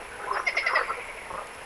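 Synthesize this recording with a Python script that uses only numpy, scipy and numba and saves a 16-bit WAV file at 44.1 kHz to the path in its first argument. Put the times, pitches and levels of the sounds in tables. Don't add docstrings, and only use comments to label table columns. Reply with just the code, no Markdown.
import sys
import numpy as np
from scipy import signal
from scipy.fft import rfft, irfft
from scipy.io import wavfile
from scipy.ndimage import uniform_filter1d
from numba import njit

SR = 44100
rng = np.random.default_rng(int(sys.argv[2]) if len(sys.argv) > 2 else 0)


def store_wav(level_fs):
    pcm = np.round(np.clip(np.atleast_2d(level_fs), -1, 1) * 32767)
    wavfile.write(sys.argv[1], SR, pcm.T.astype(np.int16))


N = 72765
CROAK_LOW_HZ, CROAK_TOP_HZ = 354, 2760


def undb(db):
    return 10 ** (np.asarray(db) / 20)


def unit(x):
    return x / np.sqrt(np.mean(x ** 2) + 1e-18)


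def noise():
    return rng.standard_normal(N)


def since(start):
    return np.maximum(np.arange(N) / SR - start, 0)


def walk(rate):
    step = max(int(SR / rate), 1)
    return unit(uniform_filter1d(np.repeat(noise()[:N // step + 1], step), step)[:N])


def cut(x, hz, kind, order=4):
    return signal.sosfilt(signal.butter(order, hz, kind, fs=SR, output="sos"), x)


def ring(x, hz, width_hz):
    return signal.lfilter(*signal.iirpeak(hz, hz / width_hz, fs=SR), x)


def formant(x, hz, width_hz):
    return unit(ring(ring(x, hz, width_hz), hz, 2 * width_hz))


@njit
def sweep(x, hz, width_hz):
    y, band_state, low_state = np.empty(len(x)), 0., 0.
    for i in range(len(x)):
        g, damping = np.tan(np.pi * hz[i] / SR), width_hz / hz[i]
        band = (band_state + g * (x[i] + 1e-18 - low_state)) / (1 + g * (g + damping))
        band_state, low_state = 2 * band - band_state, low_state + 2 * g * band
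        y[i] = damping * band
    return y


def wood(x, echo_db):
    early_t60_s, tail_t60_s = .14, .75
    t = since(0)
    early = noise() * (rng.random(N) < .03) * (t > .004) * undb(-60 * t / early_t60_s)
    tail = noise() * (t > .015) * undb(-60 * t / tail_t60_s)
    tail = cut(undb(.5) * unit(tail), 3640, "low", order=2)
    response = undb(echo_db) * (unit(early) + tail) / np.sqrt(N)
    return x + signal.fftconvolve(x, response)[:N]


def air():
    # f/Hz, relative spectral level/dB
    spectrum = [(15, -4.5), (30, 4.5), (64, -2), (140, -7), (291, -6.5), (477, -16.5), (706, -2.5),
                (992, 3.5), (1160, -3), (2170, -1), (3560, -16), (5550, -21.5), (9360, -25), (10900, -24.5),
                (12800, -76)]
    hz, db = np.array(spectrum).T
    colour = undb(np.interp(np.log(np.fft.rfftfreq(N, 1 / SR) + 1), np.log(hz), db))
    wash = unit(irfft(rfft(noise()) * colour, N))
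    rumble = unit(cut(noise(), 58, "low", order=2))
    return undb(-43.5) * wash + undb(-65.5) * rumble


def camera_noise():
    # f/whine_hz, level before modulation/dB
    lines = [(1 / 2, -68), (3 / 4, -71), (1, -54.5)]
    whine_hz, flutter_hz = 10745, 40.68
    cycle = (flutter_hz * since(0)) % 1
    dip = undb(-9 * (cycle < .29))
    flip = np.where(abs(cycle - .44) < .025, -1, 1)
    phase = 2 * np.pi * whine_hz * since(0)
    whine = sum(undb(db) * np.sqrt(2) * ring(dip * flip * np.sin(k * phase), k * whine_hz, 1300)
                for k, db in lines)
    hiss = undb(-61) * noise() + undb(-72) * unit(ring(noise(), whine_hz / 2, width_hz=70))
    return whine + hiss


def handling():
    # t/s, initial level/dB
    ticks = [(1.47, -43), (1.549, -42)]
    # t/s, f/Hz, bandwidth/Hz, initial level/dB
    bumps = [(.015, 240, 90, -50), (1.333, 150, 170, -40.5), (1.330, 50, 60, -41)]
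    burst = lambda start, decay_s: (since(start) > 0) * np.exp(-since(start) / decay_s)
    out = 0
    for start, db in ticks:
        out += undb(db) * burst(start, decay_s=.0022) * unit(ring(noise(), 6500, 2500))
    for start, hz, width, db in bumps:
        out += undb(db) * burst(start, decay_s=.02) * unit(ring(ring(noise(), hz, width), hz, width))
    return out


def chorus():
    # f/Hz, bandwidth/Hz, median level/dB
    bands = [(447, 182, -50), (537, 210, -56), (963, 300, -63), (1620, 1550, -58), (2376, 430, -58.5),
             (2685, 310, -57)]
    pulses_per_s, swells_per_s = 900, 15
    out = 0
    for hz, width, db in bands:
        pulses = noise() * (rng.random(N) < pulses_per_s / SR)
        out += undb(db - walk(swells_per_s)) * formant(pulses, hz, width)
    return cut(out, CROAK_LOW_HZ, "high")


def bird():
    # t/s, duration/s, first f/Hz, last f/Hz, level at the crest/dB
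    whistles = [(.324, 0.0363, 5410, 4860, -43), (.368, 0.046, 5380, 5860, -49.5),
                (.447, 0.029, 5600, 5600, -51.5), (.552, 0.026, 5650, 5470, -46),
                (.712, 0.042, 5380, 5260, -47.5), (.744, .030, 5200, 4880, -36),
                (.768, .038, 4820, 4420, -44), (.872, .040, 4850, 4550, -53),
                (0.835, 0.081, 7540, 7640, -63), (1.03, .06, 7470, 7630, -64),
                (1.345, 0.035, 5130, 5120, -64), (1.52, .04, 5170, 5300, -60),
                (1.607, 0.034, 5250, 5150, -61)]
    out = 0
    for start, length, first_hz, last_hz, db in whistles:
        progress = np.minimum(since(start) / length, 1)
        hz = (first_hz + (last_hz - first_hz) * progress) * (1 + .018 * walk(rate=800))
        out += undb(db) * np.sqrt(2) * np.sin(np.pi * progress) * np.sin(2 * np.pi * np.cumsum(hz) / SR)
    return out


def croak(start, length, rate, hz, width_hz, db, body_hz, body_db, rasp_db):
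    k = np.arange(32)
    jitter, scatter_db = rng.standard_normal((32, 2)).T
    times = start + (k + .02 * jitter) / rate
    swell = np.minimum(.75 + k / rate / .005, 1)
    sizes = swell * undb(scatter_db) * np.clip(length * rate - k, 0, 1)
    pulses = np.bincount(np.clip(times * SR, 0, N).astype(int), sizes, N + 1)[:N]
    rasp = noise() * np.sin(np.pi * np.minimum(since(start) / length, 1))
    source = unit(pulses) + undb(rasp_db) * unit(rasp)
    sac = formant(source, hz, width_hz)
    body = formant(source, body_hz, width_hz=192)
    return undb(db) * np.sqrt(length * SR / N) * (sac - undb(body_db) * body)


def croaking_frogs():
    # t/s, duration/s, pulse rate/Hz, sac f/Hz, sac bandwidth/Hz, sac level/dB,
    # body f/Hz, body level re sac/dB, rasp level re pulses/dB
    calls = [(.000, 0.036, 170, 644, 404, -44, 420, -5, -6.5),
             (0.112, 0.057, 245, 1525, 191, -45, 423, -4, -18),
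             (0.181, 0.12, 205, 775, 111, -47, 433, -3.5, -8),
             (0.197, 0.043, 256, 1360, 248, -42, 413, -4, -4.5),
             (0.232, 0.018, 207, 1520, 294, -37.5, 427, -3.5, 2),
             (0.254, 0.019, 237, 1670, 594, -44.5, 456, 5.5, 4),
             (0.273, 0.028, 255, 970, 167, -33, 442, -12.5, -21),
             (0.304, 0.014, 260, 1064, 132, -25, 435, -18, 2.5),
             (0.318, 0.034, 197, 1210, 496, -38, 388, 1.5, -19),
             (0.337, 0.043, 210, 1140, 590, -32, 423, -29, 9),
             (0.358, 0.031, 147, 1430, 720, -30.5, 574, -8, 9),
             (0.389, 0.0183, 226, 1195, 294, -29.5, 444, -10, 4.5),
             (0.544, 0.021, 198, 1280, 445, -36.5, 384, -4, 4.5),
             (0.629, 0.037, 267, 1480, 295, -34.5, 540, -12.5, -24),
             (0.665, 0.063, 257, 1390, 243, -33, 510, -15, 3),
             (0.703, 0.024, 238, 1065, 242, -31, 456, -12, -31),
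             (0.726, 0.022, 310, 1150, 404, -27.5, 426, -9.5, 13),
             (0.741, 0.017, 250, 1270, 252, -28.5, 487, -39, 22),
             (0.768, 0.013, 300, 1120, 310, -24, 563, -7.5, -11),
             (0.785, 0.016, 254, 1260, 360, -26, 485, -9.5, -5),
             (.801, 0.022, 160, 1360, 425, -29, 496, -5, 3),
             (0.826, 0.016, 226, 1490, 714, -33.5, 430, -9.5, -8),
             (.880, 0.035, 270, 990, 167, -35.5, 463, -20, -4),
             (0.894, 0.024, 224, 1300, 161, -28.5, 470, -8.5, 2),
             (.975, 0.02, 246, 1050, 510, -48.5, 460, 12, -24),
             (1.075, 0.026, 200, 1070, 510, -57.5, 520, 9.5, -5),
             (1.257, .026, 90, 880, 350, -44, 500, -4, -9), (1.303, .016, 182, 980, 270, -35, 540, -6, -12),
             (1.338, .022, 172, 1040, 230, -34.5, 560, -7, -12),
             (1.378, .020, 205, 1200, 220, -33, 570, -7, -13),
             (1.405, 0.026, 144, 1180, 790, -45, 540, 4.5, 3),
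             (1.613, 0.019, 156, 880, 660, -48, 550, -6, 2)]
    croaks = sum(croak(*row) for row in calls)
    return cut(cut(croaks, CROAK_LOW_HZ, "high"), CROAK_TOP_HZ, "low")


def cluck(start, hold, hz, low_hz, sac_hz, db, after_db, fade, top_hz, jitter):
    # f/sac_hz, bandwidth/Hz, gain/dB, gain change at the drop/dB
    resonances = [(.3, 610, -12.5, -2.5), (.67, 750, -46, 31), (1.32, 120, -40, 27.5),
                  (2.03, 160, -26.5, 5), (2.41, 380, -19, 7), (2.63, 1000, -20, -26)]
    drop_s, sag_per_s, sac_width_hz = .0015, 2, 345.
    t = since(start)
    drop = .5 + .5 * np.tanh((t - hold) / drop_s / 2)
    pitch = hz * np.exp(-sag_per_s * (t - hold / 2)) * (1 - drop) + low_hz * drop
    pitch *= 1 + (.009 + jitter * drop) * walk(rate=700)
    phase = 2 * np.pi * np.cumsum(pitch * (t > 0)) / SR
    folds = sum(np.cos(k * phase) for k in range(1, 12))
    puffs = unit(cut(noise() * (1 + np.cos(phase)), [2500, 5700], "band"))
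    rasp = undb(-4 + 6 * drop) * puffs
    attack = np.sin(np.pi / 2 * np.minimum(t / (.62 * hold), 1)) ** 2
    decay = np.exp(-np.maximum(t - hold - 2 * drop_s, 0) / fade)
    source = (folds + rasp) * attack * undb(after_db * drop) * decay
    centre_hz = sac_hz * (1 - .12 * np.tanh((t - hold) / .05))
    sac = sweep(sweep(source, centre_hz, sac_width_hz), centre_hz, sac_width_hz)
    throat = sum(undb(gain + lift * drop) * ring(ring(source, k * sac_hz, width), k * sac_hz, width)
                 for k, width, gain, lift in resonances)
    return undb(db) * np.sqrt(2) * cut(sac + throat, top_hz, "low", order=8)


def clucking_frogs():
    # t/s, hold before the drop/s, pitch f/Hz, dropped pitch f/Hz, sac f/Hz, gain/dB,
    # gain change at the drop/dB, decay time/s, cutoff f/Hz, relative pitch jitter added at the drop
    calls = [(.461, 0.023, 713, 539, 2126, -18.5, -3.5, 0.017, 6000, 0.07),
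             (.563, .015, 696.7, 547, 2153, -17, -2, 0.022, 5900, 0.04),
             (.658, 0.016, 687, 537.3, 2068, -18, -5, 0.023, 5800, 0.1),
             (.750, 0.015, 655, 580.4, 2023, -15.5, -5.5, 0.02, 4500, 0.11),
             (.835, .010, 759, 576.3, 2320, -34, -1.5, 0.11, 2770, .14),
             (.925, .008, 773, 587, 2380, -32.5, -3.5, 0.083, 2760, 0.1),
             (.990, 0.00979, 769, 573.7, 2380, -35.5, -0.5, 0.082, 2830, .12),
             (1.078, 0.011, 731, 571, 2250, -36, -2, 0.052, 2860, 0.03),
             (1.160, .010, 760, 553.5, 2280, -41.5, 6, .05, 2740, 0.19),
             (1.230, .0091, 692, 528, 2030, -47, 6, 0.018, 2760, 0.22)]
    return sum(cluck(*row) for row in calls)


def scene():
    clucks = wood(clucking_frogs(), echo_db=-13)
    croaks = croaking_frogs()
    calls = clucks + wood(bird(), echo_db=-7) + wood(croaks, echo_db=-12)
    return (calls + chorus() + air() + handling() + camera_noise())[None]


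def record(dry):
    top_hz = 12850
    return signal.sosfilt(signal.ellip(10, .2, 80, top_hz, fs=SR, output="sos"), dry)


dry = scene()
out = record(dry)
store_wav(out)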